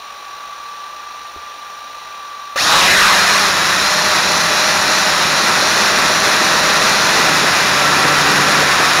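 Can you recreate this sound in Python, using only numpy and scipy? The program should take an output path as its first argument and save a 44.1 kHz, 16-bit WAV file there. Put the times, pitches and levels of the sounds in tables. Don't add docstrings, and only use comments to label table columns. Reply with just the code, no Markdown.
import sys
import numpy as np
from scipy import signal
from scipy.fft import rfft, irfft
from scipy.io import wavfile

SR = 44100
rng = np.random.default_rng(int(sys.argv[2]) if len(sys.argv) > 2 else 0)


def pcm_store(signal):
    levels = np.round(np.clip(np.atleast_2d(signal), -1, 1) * 32767)
    wavfile.write(sys.argv[1], SR, levels.astype(np.int16).T)


N = 396900
TIME = np.arange(N) / SR
LIFT_S = 2.559
SINCE_LIFT = np.maximum(TIME - LIFT_S, 0)
AIRFLOW = np.clip(SINCE_LIFT / .17, 0, 1)
MAX_SPEED_UP, MAX_COAST = 1350, 110

# (frequency [Hz], width [Hz], gain [dB])
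FRAME_MODES = [(544, 52, 6.5), (616, 44, 11.5), (1160, 77, 17.5), (1346, 18, 7), (1880, 77, 2.5)]
# (frequency [Hz], relative density [dB])
FRICTION_SPECTRUM = [(25, -27), (80, -26), (200, -15.5), (330, -12.5), (650, -2.5), (1100, 1.5), (1600, -2),
                     (3000, -5.5), (5000, -15), (6500, -13.5), (9000, -15.5), (10500, -25), (12800, -38),
                     (15000, -24.5)]


def rotors(speeds, angles, blade_db_per_doubling=18.5, whine_db_per_doubling=7.5):
    # (shaft multiple, relative level of rotor A, B, C, D [dB])
    blade_orders = [(1, -44, -42, -40, -45), (2, -46, -46, -43, -51), (3, -45, -43.5, -52, -48),
                    (4, -40, -48, -53, -53), (5, -41, -48, -53, -53), (6, -54, -58, -58, -58),
                    (7, -38, -46, -58, -58), (10, -41, -47, -53, -53)]
    # (shaft multiple, relative level of rotor A, B, C, D [dB])
    pole_orders = [(21, -40.5, -42.5, -48, -44), (28, -56, -44, -58, -58), (35, -60, -60, -53, -54),
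                   (42, -49, -50, -57, -57)]
    # (time [s], whine gain [dB], hum gain [dB], buzz gain [dB])
    tone_gains = [(2.6, 4.5, 3, -13), (3.6, 2.5, 1, -1), (4.4, 3.5, 2.5, 4), (7.32, 2.5, 3, 4.5),
                  (7.47, -19, 0.5, -7), (7.8, -10, 1.5, 8.5), (8.6, -9, 3.5, 5.5), (8.75, -7, -5, 7),
                  (9, -6, -2, 10)]
    # (frequency [Hz], width [Hz], gain [dB])
    bell_modes = [(4230, 800, 7), (5930, 750, 14)]
    whine_db, hum_db, buzz_db = in_time(tone_gains)
    hums = [harmonics(angle, blade_orders[:3], k) for k, angle in enumerate(angles)]
    hums[2] *= thrum(speeds[2])
    buzz = sum(harmonics(angle, blade_orders[3:], k) for k, angle in enumerate(angles))
    whine = sum(surge(speeds[k]) * harmonics(angle, pole_orders, k) for k, angle in enumerate(angles))
    effort = doublings(speeds)
    blades = from_db(hum_db) * sum(hums) + from_db(buzz_db) * buzz
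    blades *= from_db(blade_db_per_doubling * effort)
    whine *= from_db(whine_db + whine_db_per_doubling * effort)
    return resonate(blades + whine, FRAME_MODES + bell_modes)


def harmonics(angle, orders, rotor, flutter_db=1.0):
    out = np.zeros(N)
    for multiple, *levels in orders:
        phase = round(multiple) * angle + rng.uniform(0, 2 * np.pi)
        out += from_db(levels[rotor] + flutter_db * drift(33)) * np.sin(phase)
    return np.sqrt(2) * out


def surge(speed, push_db=2.6, inrush_db=17.5):
    acceleration = np.gradient(speed) * SR
    inrush = (acceleration / MAX_SPEED_UP) ** 2
    return from_db(push_db * np.tanh(acceleration / MAX_COAST) + inrush_db * inrush)


def thrum(speed, arm_hz=147.8, half_width_hz=4.5, wake_db=9.5, db_per_s=1.55):
    arm_db = 7.5 / (1 + ((speed - arm_hz) / half_width_hz) ** 2)
    return from_db(-8.5 + arm_db + wake_db * ground_effect() + db_per_s * SINCE_LIFT)


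def rotor_speeds(push_share_c=.65, push_share_d=.15):
    # (time [s], speed of rotor A, B, C, D [turns/s])
    idle_speeds = [(0, 54.2, 56.6, 48.4, 39), (1, 55.8, 57.1, 48.8, 39.6), (1.95, 56, 57.1, 49.1, 39.8),
                   (2.35, 55.1, 56.9, 49.2, 39.8)]
    # (time [s], speed of rotor A, B, C [turns/s])
    trim_speeds = [(2.56, 187, 186, 188), (3.1, 183.0, 185.0, 170), (3.65, 186.0, 186.0, 150.0),
                   (4.15, 185.0, 196.0, 160.0), (5.25, 183.0, 196.0, 150.0), (5.6, 184.0, 198.0, 155.0),
                   (7.15, 188.0, 199.0, 156.0), (7.55, 184, 199.0, 138.0), (7.8, 192.0, 194.0, 149),
                   (8.3, 191.0, 192.0, 147), (8.8, 182.0, 186.0, 146)]
    # (start [s], length [s], added command for rotor A, B [turns/s])
    throttle_pushes = [(2.89, 0.53, 16.0, 14.0), (3.79, 0.28, 12.0, 16.0), (4.24, 0.19, 10.0, 16.0),
                       (4.57, 0.16, 14.0, 15.0), (4.87, 0.15, 12.0, 17.0), (5.34, 0.11, 18.0, 22.0),
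                       (5.61, 0.25, 12.0, 15.0), (5.94, 0.07, 9.0, 14.0), (6.08, 0.21, 11.0, 15.0),
                       (6.39, 0.16, 4.0, 14.0), (6.62, 0.16, 6.0, 10.0), (6.82, 0.39, 10.0, 15.0),
                       (8.41, 0.14, 6.0, 9.0), (8.86, 0.14, 8.0, 2.0)]
    push_a, push_b = np.zeros((2, N))
    for start, length, add_a, add_b in throttle_pushes:
        held = slice(int(start * SR), int((start + length) * SR))
        push_a[held], push_b[held] = add_a, add_b
    pushes = push_a, push_b, push_share_c * push_b, push_share_d * push_b
    trims = in_time(trim_speeds) + [171 + 3.5 * drift(1.5)]
    return [spin(np.where(TIME < LIFT_S, idle, trim + push + .9 * drift(9)))
            for idle, trim, push in zip(in_time(idle_speeds), trims, pushes)]


def spin(command, lag_s=.055, hop=100):
    speed, track = command[0], []
    for wanted in command[::hop].tolist():
        track.append(speed)
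        acceleration = min(max((wanted - speed) / lag_s, -MAX_COAST), MAX_SPEED_UP)
        speed += acceleration * hop / SR
    return np.interp(TIME, TIME[::hop], track)


def shaft_angle(speed, nudge=.002):
    return 2 * np.pi * np.cumsum(speed * (1 + nudge * drift(14))) / SR


def doublings(speeds):
    return np.log2((speeds[0] + speeds[1]) / 2 / 185)


def blade_turbulence(speeds, angles, chop=0.088, gust_db=0.67, rise_s=0.012):
    # (frequency [Hz], relative density [dB])
    wash_spectrum = [(30, -29), (200, -17), (420, -14.5), (700, -5), (1100, 0.5), (1500, 1), (2000, 0.5),
                     (2800, -6), (4000, -11), (8000, -28), (16000, -62)]
    # (frequency [Hz], relative density [dB])
    hiss_spectrum = [(1500, -24), (2800, -17), (3900, -6), (5500, 0.5), (6800, -0.5), (9000, -9.5),
                     (11000, -14), (12500, -26), (15000, -30), (16000, -26)]
    passes = sum(np.cos(angle) + .5 * np.cos(2 * angle) for angle in angles)
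    pulses = rms_one(np.exp(chop * passes) * from_db(gust_db * drift(32)))
    effort, wake = doublings(speeds), ground_effect()
    wash = from_db(-16 + 3 * effort + 8.5 * wake + 0.67 * SINCE_LIFT) * noise(wash_spectrum)
    hiss = from_db(-19 + 6 * effort + 4.5 * wake + 0.195 * SINCE_LIFT) * noise(hiss_spectrum)
    throttle = np.clip(SINCE_LIFT / rise_s, 0, 1)
    return pulses * (AIRFLOW * wash + throttle * hiss)


def ground_echo(x, grass_hz=3300, reflection=.52, half_height_m=.2):
    height = altitude()
    delay = 2 * height / 343
    dull = signal.sosfiltfilt(signal.butter(2, grass_hz, fs=SR, output="sos"), x)
    strength = reflection / (1 + (height / half_height_m) ** 2)
    return x + strength * np.interp(TIME - delay, TIME, dull)


def ground_effect(half_height_m=0.25):
    return 1 / (1 + (altitude() / half_height_m) ** 2)


def altitude(legs_m=0.037, leave_s=2.68, climb_m_per_s2=1.28):
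    return legs_m + climb_m_per_s2 * np.maximum(TIME - leave_s, 0) ** 2 / 2


def bearings(angles, level_db=-35, scrape=0.07):
    swell = rms_one(np.exp(scrape * sum(np.cos(angle) for angle in angles)))
    return from_db(level_db) * noise(FRICTION_SPECTRUM) * swell


def jolt(rattle_db=-20, rattle_t60_s=0.44, thud_db=-14, thud_t60_s=.055):
    age = np.minimum(SINCE_LIFT, 1)
    rattle = from_db(rattle_db - 60 * age / rattle_t60_s) * noise(FRICTION_SPECTRUM)
    thud = from_db(thud_db - 60 * age / thud_t60_s) * np.sin(2 * np.pi * FRAME_MODES[0][0] * age)
    return (age > 0) * (rattle + thud)


def wind(gain_db=3, lumpy_db=2.5, downwash_db=-41):
    # (time [s], relative level [dB])
    wind_levels = [(2.6, -51), (3.4, -32.5), (5.2, -31), (5.42, -28), (6.9, -26), (7.3, -22), (7.55, -29),
                   (8.1, -23), (8.6, -22), (8.8, -26.5)]
    # (frequency [Hz], relative density [dB])
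    buffet_spectrum = [(60, -42), (125, -11), (170, -3.5), (300, -2.5), (550, -2.5), (900, -9.5),
                       (2000, -9), (8000, -60)]
    # (frequency [Hz], relative density [dB])
    downwash_spectrum = [(20, -13), (60, -12), (82, -1), (110, -1.5), (200, -23), (800, -50)]
    wind_db, = in_time(wind_levels)
    buffeting = from_db(gain_db + wind_db + lumpy_db * drift(25)) * noise(buffet_spectrum)
    return AIRFLOW * (buffeting + from_db(downwash_db) * noise(downwash_spectrum))


def knock():
    # (time [s], level [dB])
    impacts = [(1.362, -33)]
    # (frequency [Hz], relative level [dB], time to fall 60 dB [s])
    modes = [(74, -3, .17), (334, -5, 0.073), (404, 0, .07)]
    out = np.zeros(N)
    for start, level_db in impacts:
        age = np.maximum(TIME - start, 0)
        for hz, db, t60 in modes:
            out += from_db(level_db + db - 60 * np.minimum(age / t60, 2)) * np.sin(2 * np.pi * hz * age)
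    return out


def from_db(db):
    return 10 ** (np.asarray(db) / 20)


def rms_one(x):
    return x / np.sqrt(np.mean(x ** 2) + 1e-20)


def in_time(rows):
    times, *columns = np.transpose(rows)
    return [np.interp(TIME, times, column) for column in columns]


def drift(corner_hz, hop=100, settle=1000):
    pole = np.exp(-2 * np.pi * corner_hz * hop / SR)
    white = rng.standard_normal(N // hop + settle + 2)
    slow = signal.lfilter([1], [1, -2 * pole, pole * pole], white)[settle:]
    return np.interp(np.arange(N) / hop, np.arange(len(slow)), rms_one(slow))


def noise(spectrum):
    hz, db = np.transpose(spectrum)
    bins = np.maximum(np.fft.rfftfreq(N, 1 / SR), 1)
    gain = from_db(np.interp(np.log(bins), np.log(hz), db))
    return rms_one(irfft(rfft(rng.standard_normal(N)) * gain, N))


def resonate(x, peaks):
    for hz, width, db in peaks:
        centre = -2 * np.cos(2 * np.pi * hz / SR)
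        half, gain = np.pi * width / SR, from_db(db / 2)
        numerator = [1 + half * gain, centre, 1 - half * gain]
        denominator = [1 + half / gain, centre, 1 - half / gain]
        x = signal.lfilter(numerator, denominator, x)
    return x


def scene():
    # (frequency [Hz], width [Hz], gain [dB])
    bearing_modes = [(4120, 660, 4.7), (5810, 470, 11.6)]
    # (frequency [Hz], width [Hz], gain [dB])
    shell_response = [(2178, 195, -5.5), (2460, 210, 2), (3070, 320, -3), (3880, 760, 4.5), (5370, 200, 2),
                      (6160, 370, -4), (8000, 545, -27.5), (11100, 670, 3.5), (13100, 800, 0),
                      (14100, 1700, 9)]
    speeds = rotor_speeds()
    angles = [shaft_angle(speed) for speed in speeds]
    motors = rotors(speeds, angles)
    rustle = resonate(bearings(angles) + jolt(), bearing_modes)
    air = ground_echo(blade_turbulence(speeds, angles)) + wind()
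    return resonate(motors + rustle + air + knock(), shell_response)[None]


def record(dry, ceiling=0.5, knee=10, stopband_hz=16400):
    clipped = dry / (2.5 + (dry / ceiling) ** knee) ** (1 / knee)
    return signal.sosfilt(signal.cheby2(16, 70, stopband_hz, fs=SR, output="sos"), clipped)


dry = scene()
out = record(dry)
pcm_store(out)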